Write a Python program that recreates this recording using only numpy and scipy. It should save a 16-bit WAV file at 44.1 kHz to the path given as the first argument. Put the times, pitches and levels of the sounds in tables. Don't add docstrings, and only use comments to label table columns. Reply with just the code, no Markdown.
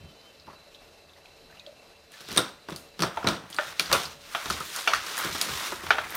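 import sys
import numpy as np
from scipy import signal
from scipy.fft import rfft, irfft, next_fast_len
from scipy.io import wavfile
from scipy.ndimage import uniform_filter1d, map_coordinates

SR = 44100
rng = np.random.default_rng(int(sys.argv[2]) if len(sys.argv) > 2 else 0)


def digitize_waveform(pressure):
    field = np.atleast_2d(pressure).T
    bounded = np.clip(field, -1, 1)
    quanta = np.round(bounded * 32767).astype(np.int16)
    wavfile.write(sys.argv[1], SR, quanta)


def volts(x):
    e = np.asarray(x, float) / 20
    return 10 ** e


N = 271656


def unit(x):
    return x / np.sqrt(np.mean(x ** 2) + 1e-20)


def curves(rows):
    s, *cols = np.transpose(rows)
    return [np.interp(np.arange(N) / SR, s, c) for c in cols]


def wobble(rate):
    knots = rng.standard_normal(int(N * rate / SR) + 4)
    return map_coordinates(knots, [np.arange(N) * rate / SR])


def filtered(x, response):
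    m = next_fast_len(N + SR // 2)
    return irfft(rfft(x, m) * response(np.fft.rfftfreq(m, 1 / SR)), m)[..., :N]


def peak(f, centre, width):
    return 1j * f * width / (centre * centre - f * f + 1j * f * width)


def resonant(x, modes, skirt=0):
    low, high = modes[0][0], modes[-1][0]

    def response(f):
        total = 0
        for k, (centre, width, db) in enumerate(modes):
            total = total + (-1) ** k * volts(db) * peak(f, centre, width)
        return total * peak(f, np.sqrt(low * high), 1.5 * (high - low)) ** skirt

    return filtered(x, response)


def narrow(hz, width_hz):
    def response(f):
        damping = (f * width_hz) ** 2
        return damping / ((hz * hz - f * f) ** 2 + damping)

    return unit(filtered(rng.standard_normal(N), response))


def patchy(depth_db):
    z = signal.stft(rng.standard_normal(N), nperseg=512)[2]
    field = uniform_filter1d(rng.standard_normal(z.shape), 6, 0)
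    field = uniform_filter1d(field, 10, 1)
    return signal.istft(z * volts(depth_db * unit(field)), nperseg=512)[1][:N]


def strokes(start, hold, db, rise_db_s, fall_db_s):
    t = np.arange(0, N + 32, 32)[:, None] / SR
    before = np.maximum(start - t, 0)
    after = np.maximum(t - start - np.abs(hold), 0)
    power = volts(db - rise_db_s * before - fall_db_s * after) ** 2
    return np.interp(np.arange(N) / SR, t[:, 0], np.sqrt(np.sum(power, axis=1)))


def struck(events, parts, decays, blow_db):
    rows, t, out = np.array(events), np.arange(SR // 2) / SR, np.zeros(N)
    at = np.round(rows[:, 0] * SR).astype(int)
    noise = unit(patchy(depth_db=.8))
    for k, (modes, decay) in enumerate(zip(parts, decays)):
        ring_s, ring_db, room_s, room_db, gain_db = decay
        blows = np.bincount(at, volts(rows[:, 1] + rows[:, 2 + k] + gain_db), N)
        rattle = volts(ring_db - 60 * t / ring_s) ** 2
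        room = volts(room_db - 60 * t / room_s) ** 2 * (1 - np.exp(-t / 0.0015))
        power = signal.fftconvolve(blows ** 2, rattle + room)[:N]
        after = np.sqrt(np.abs(power)) * noise
        out += resonant(volts(blow_db) * blows + after, modes, skirt=1)
    return out


# frequency in Hz, density in dB per Hz.
RUSH_SPECTRUM = [(16, -23), (35, 2), (60, -15), (385, -6), (453, -6.5), (657, -4), (953, -10), (1830, -13),
                 (2650, -12), (3420, -15.5), (4030, -10.5), (4320, -12), (7540, -23), (13200, -28.5),
                 (14100, -25), (15500, -58)]
# centre in Hz, width in Hz, level in dB.
WHINE_BANDS = [(451, 28, -70.5), (565, 55, -68), (673, 120, -89.5), (2675, 84, -68), (4003, 73, -67.5)]
# frequency in Hz, level in dB.
HUM_LINES = [(450, -69), (565, -69.5), (663, -75), (2730, -80), (4012, -76)]
# time in seconds, pitch in Hz, level in dB.
SQUEAK_GLIDE = [
    (.04, 3120, -67),
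    (.075, 3075, -64),
    (.11, 3066, -60),
    (.136, 2970, -76),
    (.17, 3010, -65),
    (.232, 3065, -66),
    (.275, 3080, -56),
    (.332, 3040, -71),
    (.4, 3050, -95),
]


def machine():
    f, level = np.transpose(RUSH_SPECTRUM)
    rush = filtered(patchy(depth_db=1.1), lambda hz: volts(
        np.interp(np.log(hz + 1), np.log(f), level, left=-120, right=-120)))
    sway_db = .3 * wobble(3.1) + 0.72 * wobble(13) + 0.97 * wobble(60)
    out = volts(-56.5 + sway_db) * unit(rush)
    for mode_hz, width_hz, db in WHINE_BANDS:
        out = out + volts(db + .8 * wobble(3.35) + 1.2 * wobble(25)) * narrow(mode_hz, width_hz)
    for hum_hz, db in HUM_LINES:
        drift = 1.5 * wobble(9 * hum_hz / 500)
        tone = np.sin(2 * np.pi * hum_hz * np.arange(N) / SR + drift)
        out = out + volts(db + 2 + 3.0 * wobble(8)) * tone
    pitch, db = curves(SQUEAK_GLIDE)
    squeak = volts(db + 3) * np.sin(2 * np.pi * np.cumsum(pitch) / SR + .9 * wobble(60))
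    mate = volts(-72 + np.minimum(db + 76, 0)) * narrow(1.168 * pitch[0] / 1.025, 70)
    return out + squeak + mate


# centre in Hz, width in Hz, level in dB.
BOARD_MODES = [(50, 21, -6), (77, 8.7, 4.5), (150, 68, -5)]
# start in
# seconds, hold in seconds, level in dB.
BOARD_LOADS = [(.001, 0.056, -39), (.45, .05, -61), (1.224, 0.0092, -75), (1.49, 0.056, -57),
               (2.3, 0.077, -46), (2.725, .02, -56), (3.0, .04, -60), (3.143, .09, -48),
               (3.28, 0.0088, -31), (3.685, 0.015, -48), (3.912, 0.014, -32.5), (4.055, .02, -43.5),
               (4.147, .02, -47), (4.298, .03, -57), (4.506, 0.0099, -31.5), (4.62, 0.046, -50),
               (4.953, 0.046, -49), (5.27, 0.058, -39), (5.523, 0.011, -34), (5.7, 0.089, -48),
               (5.88, .01, -38), (6.01, 0.054, -47)]
# time in seconds, level in dB.
WEIGHT_SHIFTS = [
    (4.3, -54),
    (4.388, -65),
    (4.538, -51),
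    (4.92, -55),
    (5.274, -46),
    (5.392, -40.5),
    (5.848, -47.5),
    (6.03, -54),
    (6.16, -50),
]


def boom():
    idle = volts(-60)
    load = idle + strokes(*np.transpose(BOARD_LOADS), rise_db_s=342, fall_db_s=205)
    sway = load * volts(-8.5) * unit(resonant(rng.standard_normal(N), BOARD_MODES, skirt=0.21))
    onset = np.clip((np.arange(N) / SR - 4.2) / .1, 0, 1)
    lumps = rng.standard_normal(N) * volts(4.2 * wobble(30))
    dull = unit(resonant(lumps, [(175, 23, 0), (370, 150, 0)], skirt=0.17))
    return sway + onset * volts(curves(WEIGHT_SHIFTS)[0] - 6.0) * dull


# time in
# seconds, peak in dB, pitch in Hz.
DRUM_TICKS = [(.214, -47, 4880), (.399, -39, 4150), (.398, -41, 5000), (.42, -43, 4400), (.48, -38, 1000),
              (.483, -39, 870), (.482, -44, 1250), (.485, -41, 610), (.5, -40, 1124), (.747, -35.5, 3700),
              (.747, -44, 3220), (1.257, -43, 3240), (1.664, -41, 3500), (1.664, -46, 4500),
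              (.79, -48, 3600), (1.095, -44, 3600), (1.135, -44, 3600), (1.163, -47, 1950),
              (1.257, -42, 2500), (1.257, -42.5, 4020), (1.525, -45, 1800), (1.572, -38, 2820),
              (1.596, -36, 3800), (1.597, -43, 4500), (1.598, -46, 6400), (1.664, -36, 3300),
              (1.665, -36, 4050), (1.671, -35.5, 593), (1.692, -38, 585), (1.726, -45, 610)]
# time in seconds, peak in dB, pitch in Hz.
NAIL_TICKS = [(2.3743, -8.5, 8860), (2.378, -15, 5640), (2.378, -6, 3700), (2.3785, -20, 11200),
              (3.229, -25, 1370), (3.272, -23, 8500), (3.272, -12, 3960), (3.915, -35, 7700),
              (3.9272, -9, 4500), (3.93, -21, 5800), (3.939, -13.5, 2750), (3.949, -16, 1310),
              (3.964, -30, 3300), (3.985, -27, 1180), (4.8752, -11.5, 2750), (4.947, -20, 1854),
              (5.179, -21, 1800), (5.18, -25.5, 1205), (5.835, -35.5, 375), (2.7615, -27.5, 4560),
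              (3.005, -29, 10100), (3.0215, -16, 4500), (3.026, -16, 5600), (3.034, -18, 4400),
              (3.173, -46, 9200), (3.859, -27, 4700), (4.3495, -18, 3300), (4.607, -22.5, 1282),
              (5.351, -40, 900), (3.51, -38, 9200), (3.528, -32.5, 3300), (3.528, -35, 4570),
              (3.565, -26.5, 4500), (3.564, -33, 8500), (3.7954, -13.5, 2375), (3.7956, -16, 3300),
              (3.7962, -11.5, 4400), (3.798, -19.5, 1400), (4.054, -20.5, 4680), (4.35, -22, 705),
              (4.3492, -20, 1327), (4.5015, -15, 1338), (4.488, -37, 15000), (4.654, -31, 14400),
              (4.662, -37, 14400), (4.762, -26, 4230), (4.762, -22, 6800), (5.19, -21, 14300),
              (5.55, -46, 14000), (5.67, -33, 14700), (5.7215, -30, 900), (5.722, -30, 1400),
              (5.725, -30.5, 359), (5.906, -12.5, 1526), (5.9059, -15, 2340), (5.906, -17, 4220),
              (6.105, -27, 12300), (6.153, -18, 14500)]
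# time in seconds, peak in dB, pitch in Hz.
METAL_RINGS = [
    (1.6, -50, 2500),
    (1.5, -49, 1550),
    (2.139, -49, 1750),
    (2.378, -25.5, 3680),
    (2.377, -41, 8900),
    (2.385, -24, 1393),
    (2.385, -28, 500),
    (3.595, -29, 590),
    (3.592, -29, 1800),
    (3.93, -22, 555),
]


def ticks():
    out, t = np.zeros(N + SR), np.arange(SR // 6) / SR
    kinds = [(DRUM_TICKS, .035, .8), (NAIL_TICKS, .03, .8), (METAL_RINGS, 0.12, .2)]
    for rows, ring_s, power in kinds:
        for s, db, hz in rows:
            t60 = ring_s * (1000 / hz) ** power
            width = 2 + int(t60 * SR / 10)
            rough = unit(uniform_filter1d(rng.standard_normal(len(t)), size=width))
            ring = volts(-60 * t / t60) + volts(-15.5 - 60 * t / (t60 + 0.1)) * rough
            tone = (1 - np.exp(-t * hz)) * np.sin(2 * np.pi * hz * t)
            out[round(s * SR):][:len(t)] += volts(db + 1.5) * ring * tone
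    return out[:N]


# centre in Hz, width in Hz, level in dB.
THUD_MODES = [(100, 84, -7.5), (173, 48, 1.5), (353, 122, -1.5)]
KNOCK_MODES = [(390, 157, -5), (682, 256, -2), (1000, 295, -1.5), (1347, 300, 2), (1750, 2200, -9.5)]
CLICK_MODES = [(2750, 4300, -2), (4120, 1530, 6), (4500, 780, 6), (6000, 710, -1.5)]
TICK_MODES = [(6800, 290, 5), (8700, 1500, 4.5), (10660, 3600, 1), (15400, 730, -5)]
# ring T60 in seconds, ring level in dB, room T60 in seconds,
# room level in dB, gain in dB.
CONTACT_DECAYS = [
    (0.11, -26.5, 0.32, -28, 32.5),
    (0.09, -16, 0.42, -25, 24),
    (0.02, -11.5, 0.31, -29.5, 16),
    (0.016, -16.5, 0.22, -26, 13),
]
# time in seconds, knock in dB, weight (thud over knock) in dB,
# hardness (click over knock) in dB.
PAD_CONTACTS = [(.468, -43, -3, -17), (0.477, -44.5, 7.5, -22), (.487, -46, -7, -24), (.497, -48, -11, -22),
                (0.509, -42.5, -15, -24), (.53, -41, -3, -22), (2.308, -34, 7, 3), (2.3738, -16.5, -2, 3.5),
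                (2.387, -18.5, -2.5, -12), (2.686, -28, 1.5, -4.5), (2.7185, -41, 15, -5),
                (2.724, -35, 3, 3), (3.0038, -31.5, 12, 9.5), (3.033, -15, -3.5, -10), (3.23, -33, -3, -11),
                (3.244, -20.5, 5, -13), (3.267, -17, 1, -16), (3.2713, -16.5, -4, 1.5),
                (3.2865, -17.5, 2, 4), (3.299, -39, -9, -10), (3.437, -37.5, 3, -9), (3.805, -33, -3, 13),
                (3.9304, -17, -28, 6), (3.947, -14.5, -37, -20), (4.4574, -27, -9, 4),
                (5.112, -36, -13, -11), (5.721, -23, -15, -16), (3.898, -29, -12, -12),
                (3.905, -30, -7, -10)]
# as for pads, then edge (highest tick over click) in dB.
CLAW_CONTACTS = [(2.119, -55.5, 8, 9, 4), (2.206, -45, 0, 10, -8), (2.212, -46, 0, 9, -5),
                 (2.287, -36, 2.5, 0, 0), (2.316, -36, -9, 10, -9), (2.327, -48, 20, 16, 2),
                 (2.348, -53, 2, 10, 6), (2.3618, -31, 3, 4, -3), (2.364, -26.5, 7.5, 7, -10),
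                 (2.379, -22, -2, 8.5, -6), (2.698, -45.5, 5, 2, 2.5), (2.705, -40, 0, 6, -7),
                 (2.7612, -49, -16, 17, 1.5), (2.9927, -27.5, 2, -2, -6), (3.009, -36, 8, 8, -8),
                 (3.0218, -18.5, 0, -0.5, -3), (3.161, -57, -9, 12, 1), (3.502, -42.5, 2, 4, 3.5),
                 (3.545, -43, 4, 13, -2.5), (3.796, -26.5, -4, 14, -5.5), (3.915, -16.5, -35, -8, -5),
                 (3.9278, -12.5, -8.5, 4, -2.5), (4.034, -29.5, -15, -1, -1), (4.5002, -24.5, -4, 1, -1),
                 (4.506, -25.5, -3, 6, -9), (4.603, -29, -4, -1, 0), (4.762, -46, -15, 21.5, 1),
                 (4.9355, -33, -18, 17, -8.5), (5.17, -41.5, -16, 14.5, 1), (5.179, -40.5, -20, 10.5, 8.5),
                 (5.187, -42, -12, 15, 3), (5.247, -26.5, 1.5, 2, -2.5), (5.317, -40, -7, 8, -7),
                 (5.349, -24, -4, -5, -3), (5.4135, -33, -17, 23, -4.5), (5.423, -27.5, -9, 3, 4),
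                 (5.835, -32, -3, -4, -7), (6.105, -36, -20, -7, 6), (6.152, -41.5, -21, 9, 3)]
TILE_KNOCK_TIMES = [3.172, 3.5863, 4.349, 4.8751, 4.9351, 4.948, 5.8662, 5.9058, 5.984]
# level in dB, hollowness in dB, sharpness in dB.
TILE_KNOCKS = [
    (-20.5, 2, -9),
    (-8.5, -9.5, -12.5),
    (-11.5, -12, -8.5),
    (-7.5, -6.5, -3.5),
    (-5.5, -27, -11),
    (-29.5, -14, 3.5),
    (-28, 0.5, -1.5),
    (-2.5, -8.5, -8),
    (-11.5, -8.5, -9.5),
]
# centre in Hz, width in Hz, level in dB.
TILE_MODES = [
    [(442, 300, -8.5), (648, 113, -0.5), (900, 190, 0)],
    [(1285, 255, 4), (1520, 430, 3.5), (1713, 380, 1.5)],
    [(2280, 150, 6), (2750, 310, -0.5), (3300, 660, 2)],
    [(4400, 150, 10), (5800, 940, 0), (8500, 3800, -9)],
]
TILE_BAND_DECAYS = [
    (0.035, -11, 0.29, -20.5, 23.5),
    (0.051, -17.5, 0.27, -26.5, 22.1),
    (0.047, -15, 0.22, -22, 18.4),
    (0.016, -7.5, 0.24, -16.5, 17.7),
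]
# centre in Hz, width in Hz, level in dB.
CRACK_MODES = [(1110, 630, 1.5), (2580, 1600, -7.5)]


def contacts():
    rows = [(*pad, -13) for pad in PAD_CONTACTS] + CLAW_CONTACTS
    blows = [(s, db, weight, 0, hard, hard + edge) for s, db, weight, hard, edge in rows]
    modes = (THUD_MODES, KNOCK_MODES, CLICK_MODES, TICK_MODES)
    clatter = struck(blows, modes, CONTACT_DECAYS, blow_db=2.0)
    knocks = []
    for s, (db, hollow, sharp) in zip(TILE_KNOCK_TIMES, TILE_KNOCKS):
        top_db = -7.5 + 2.6 * sharp
        knocks.append((s, db, hollow, 0, sharp, top_db))
    tile = struck(knocks, TILE_MODES, TILE_BAND_DECAYS, blow_db=2)
    at = np.round(np.array(TILE_KNOCK_TIMES) * SR).astype(int)
    crack = np.bincount(at, volts(np.array(TILE_KNOCKS)[:, 0] + 20), N)
    return clatter + tile + resonant(crack, CRACK_MODES, skirt=.6)


# start in seconds, hold in seconds, level in dB.
PAD_PUSHES = [(2.148, .17, -55), (2.382, 0.0088, -39), (2.723, .01, -68), (3.046, .01, -60),
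              (3.2, .01, -45.5), (3.465, 0.12, -55), (3.612, 0.11, -43), (3.848, .01, -41.5),
              (3.924, 0.0089, -39.5), (4.11, .01, -55), (4.342, 0.18, -42.5), (4.58, .01, -37),
              (4.767, 0.022, -37), (4.894, 0.076, -35), (5.046, 0.069, -40), (5.193, 0.08, -34),
              (5.383, 0.051, -40), (5.486, 0.21, -36.5), (5.76, 0.14, -44.5), (5.956, 0.1, -39.5),
              (6.15, .01, -37.5)]
# start in seconds, hold in seconds, level in dB, brightness in dB.
FUR_BRUSHES = [(2.128, 0.15, -53.5, 1), (2.306, 0.12, -43, -11), (2.465, 0.027, -53, 2),
               (2.722, 0.0064, -50.5, -18), (2.787, 0.017, -63.5, 18), (3.048, 0.011, -41.5, -21),
               (3.135, .02, -58, 1), (3.299, 0.016, -38, -21), (3.523, .01, -50, -2),
               (3.608, 0.096, -43.5, 2), (3.799, 0.16, -43, -9), (3.939, 0.075, -35, 1.5),
               (4.092, 0.029, -48, -5), (4.216, 0.17, -53.5, 2), (4.333, 0.16, -44.5, 6.5),
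               (4.518, 0.011, -36, .1), (4.577, 0.2, -43.5, 6.5), (4.753, 0.11, -40, 5.5),
               (4.936, 0.095, -42.5, -9), (5.07, 0.21, -39, 5.5), (5.332, 0.14, -36.5, 3),
               (5.52, 0.16, -37, 6.5), (5.724, 0.024, -42, 3.5), (5.833, 0.032, -46.5, 6),
               (5.892, 0.014, -52.5, 13), (6.084, 0.03, -48, 6.5), (6.15, .01, -46.5, 4)]
# centre in Hz, width in Hz, level in dB.
SCRAPE_MODES = [
    [(540, 560, -11), (1140, 318, 1.5), (1400, 580, 2.5), (1950, 1700, -4.5)],
    [(2500, 2160, -1), (3800, 1270, 4), (5620, 1800, -3.5)],
    [(6540, 3200, 0), (9570, 740, 4), (11400, 2000, -4.5), (15000, 890, -3)],
]


def scrape():
    start = np.clip((np.arange(N) / SR - 2.11) / 0.021, 0, 1)
    out, stroke_db = np.zeros(N), .7 * wobble(40)
    crackle = (rng.random(N) < 400 / SR) * rng.standard_normal(N)
    s, hold, db, bright = np.transpose(FUR_BRUSHES)
    body = strokes(*np.transpose(PAD_PUSHES), rise_db_s=168, fall_db_s=182)
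    rasp = strokes(s, hold, db, rise_db_s=251, fall_db_s=206)
    hiss = strokes(s, hold, db - 11.5 + bright, rise_db_s=186, fall_db_s=150)
    for gain, modes in zip((body, rasp, hiss), SCRAPE_MODES):
        slips = patchy(depth_db=1.1) * volts(stroke_db + 1.8 * wobble(300))
        slips = slips + volts(-8) * unit(crackle)
        out += start * gain * unit(resonant(slips, modes))
    return out


# centre in Hz, width in Hz, level in dB.
PANEL_MODES = [(1400, 180, 0.5), (3700, 300, 3), (5510, 360, -2.5), (8480, 880, -3)]
# time in seconds, level in dB.
PANEL_SHAKES = [
    (2.379, -31.5),
    (3.022, -42),
    (3.273, -37.5),
    (3.93, -41),
]


def panel():
    t, t60_s = np.arange(N) / SR, 0.34
    fade = sum((t > s) * volts(db - 60 * np.abs(t - s) / t60_s) for s, db in PANEL_SHAKES)
    rattle = resonant(rng.standard_normal(N), PANEL_MODES)
    return fade * unit(resonant(rattle, PANEL_MODES))


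def scene():
    mix = machine() + boom() + ticks() + contacts() + scrape() + panel()
    return np.tile(mix, (2, 1))


def low_pass(x):
    return signal.sosfilt(signal.butter(12, 16820, fs=SR, output="sos"), x)


def record(dry):
    def response(f):
        bass = 1j * f / (25 + 1j * f)
        treble = np.where(f < 15950, 1, volts(-32) * (f < 16800))
        return bass * treble

    mix = filtered(dry, response)
    return low_pass(mix)


dry = scene()
out = record(dry)
digitize_waveform(out)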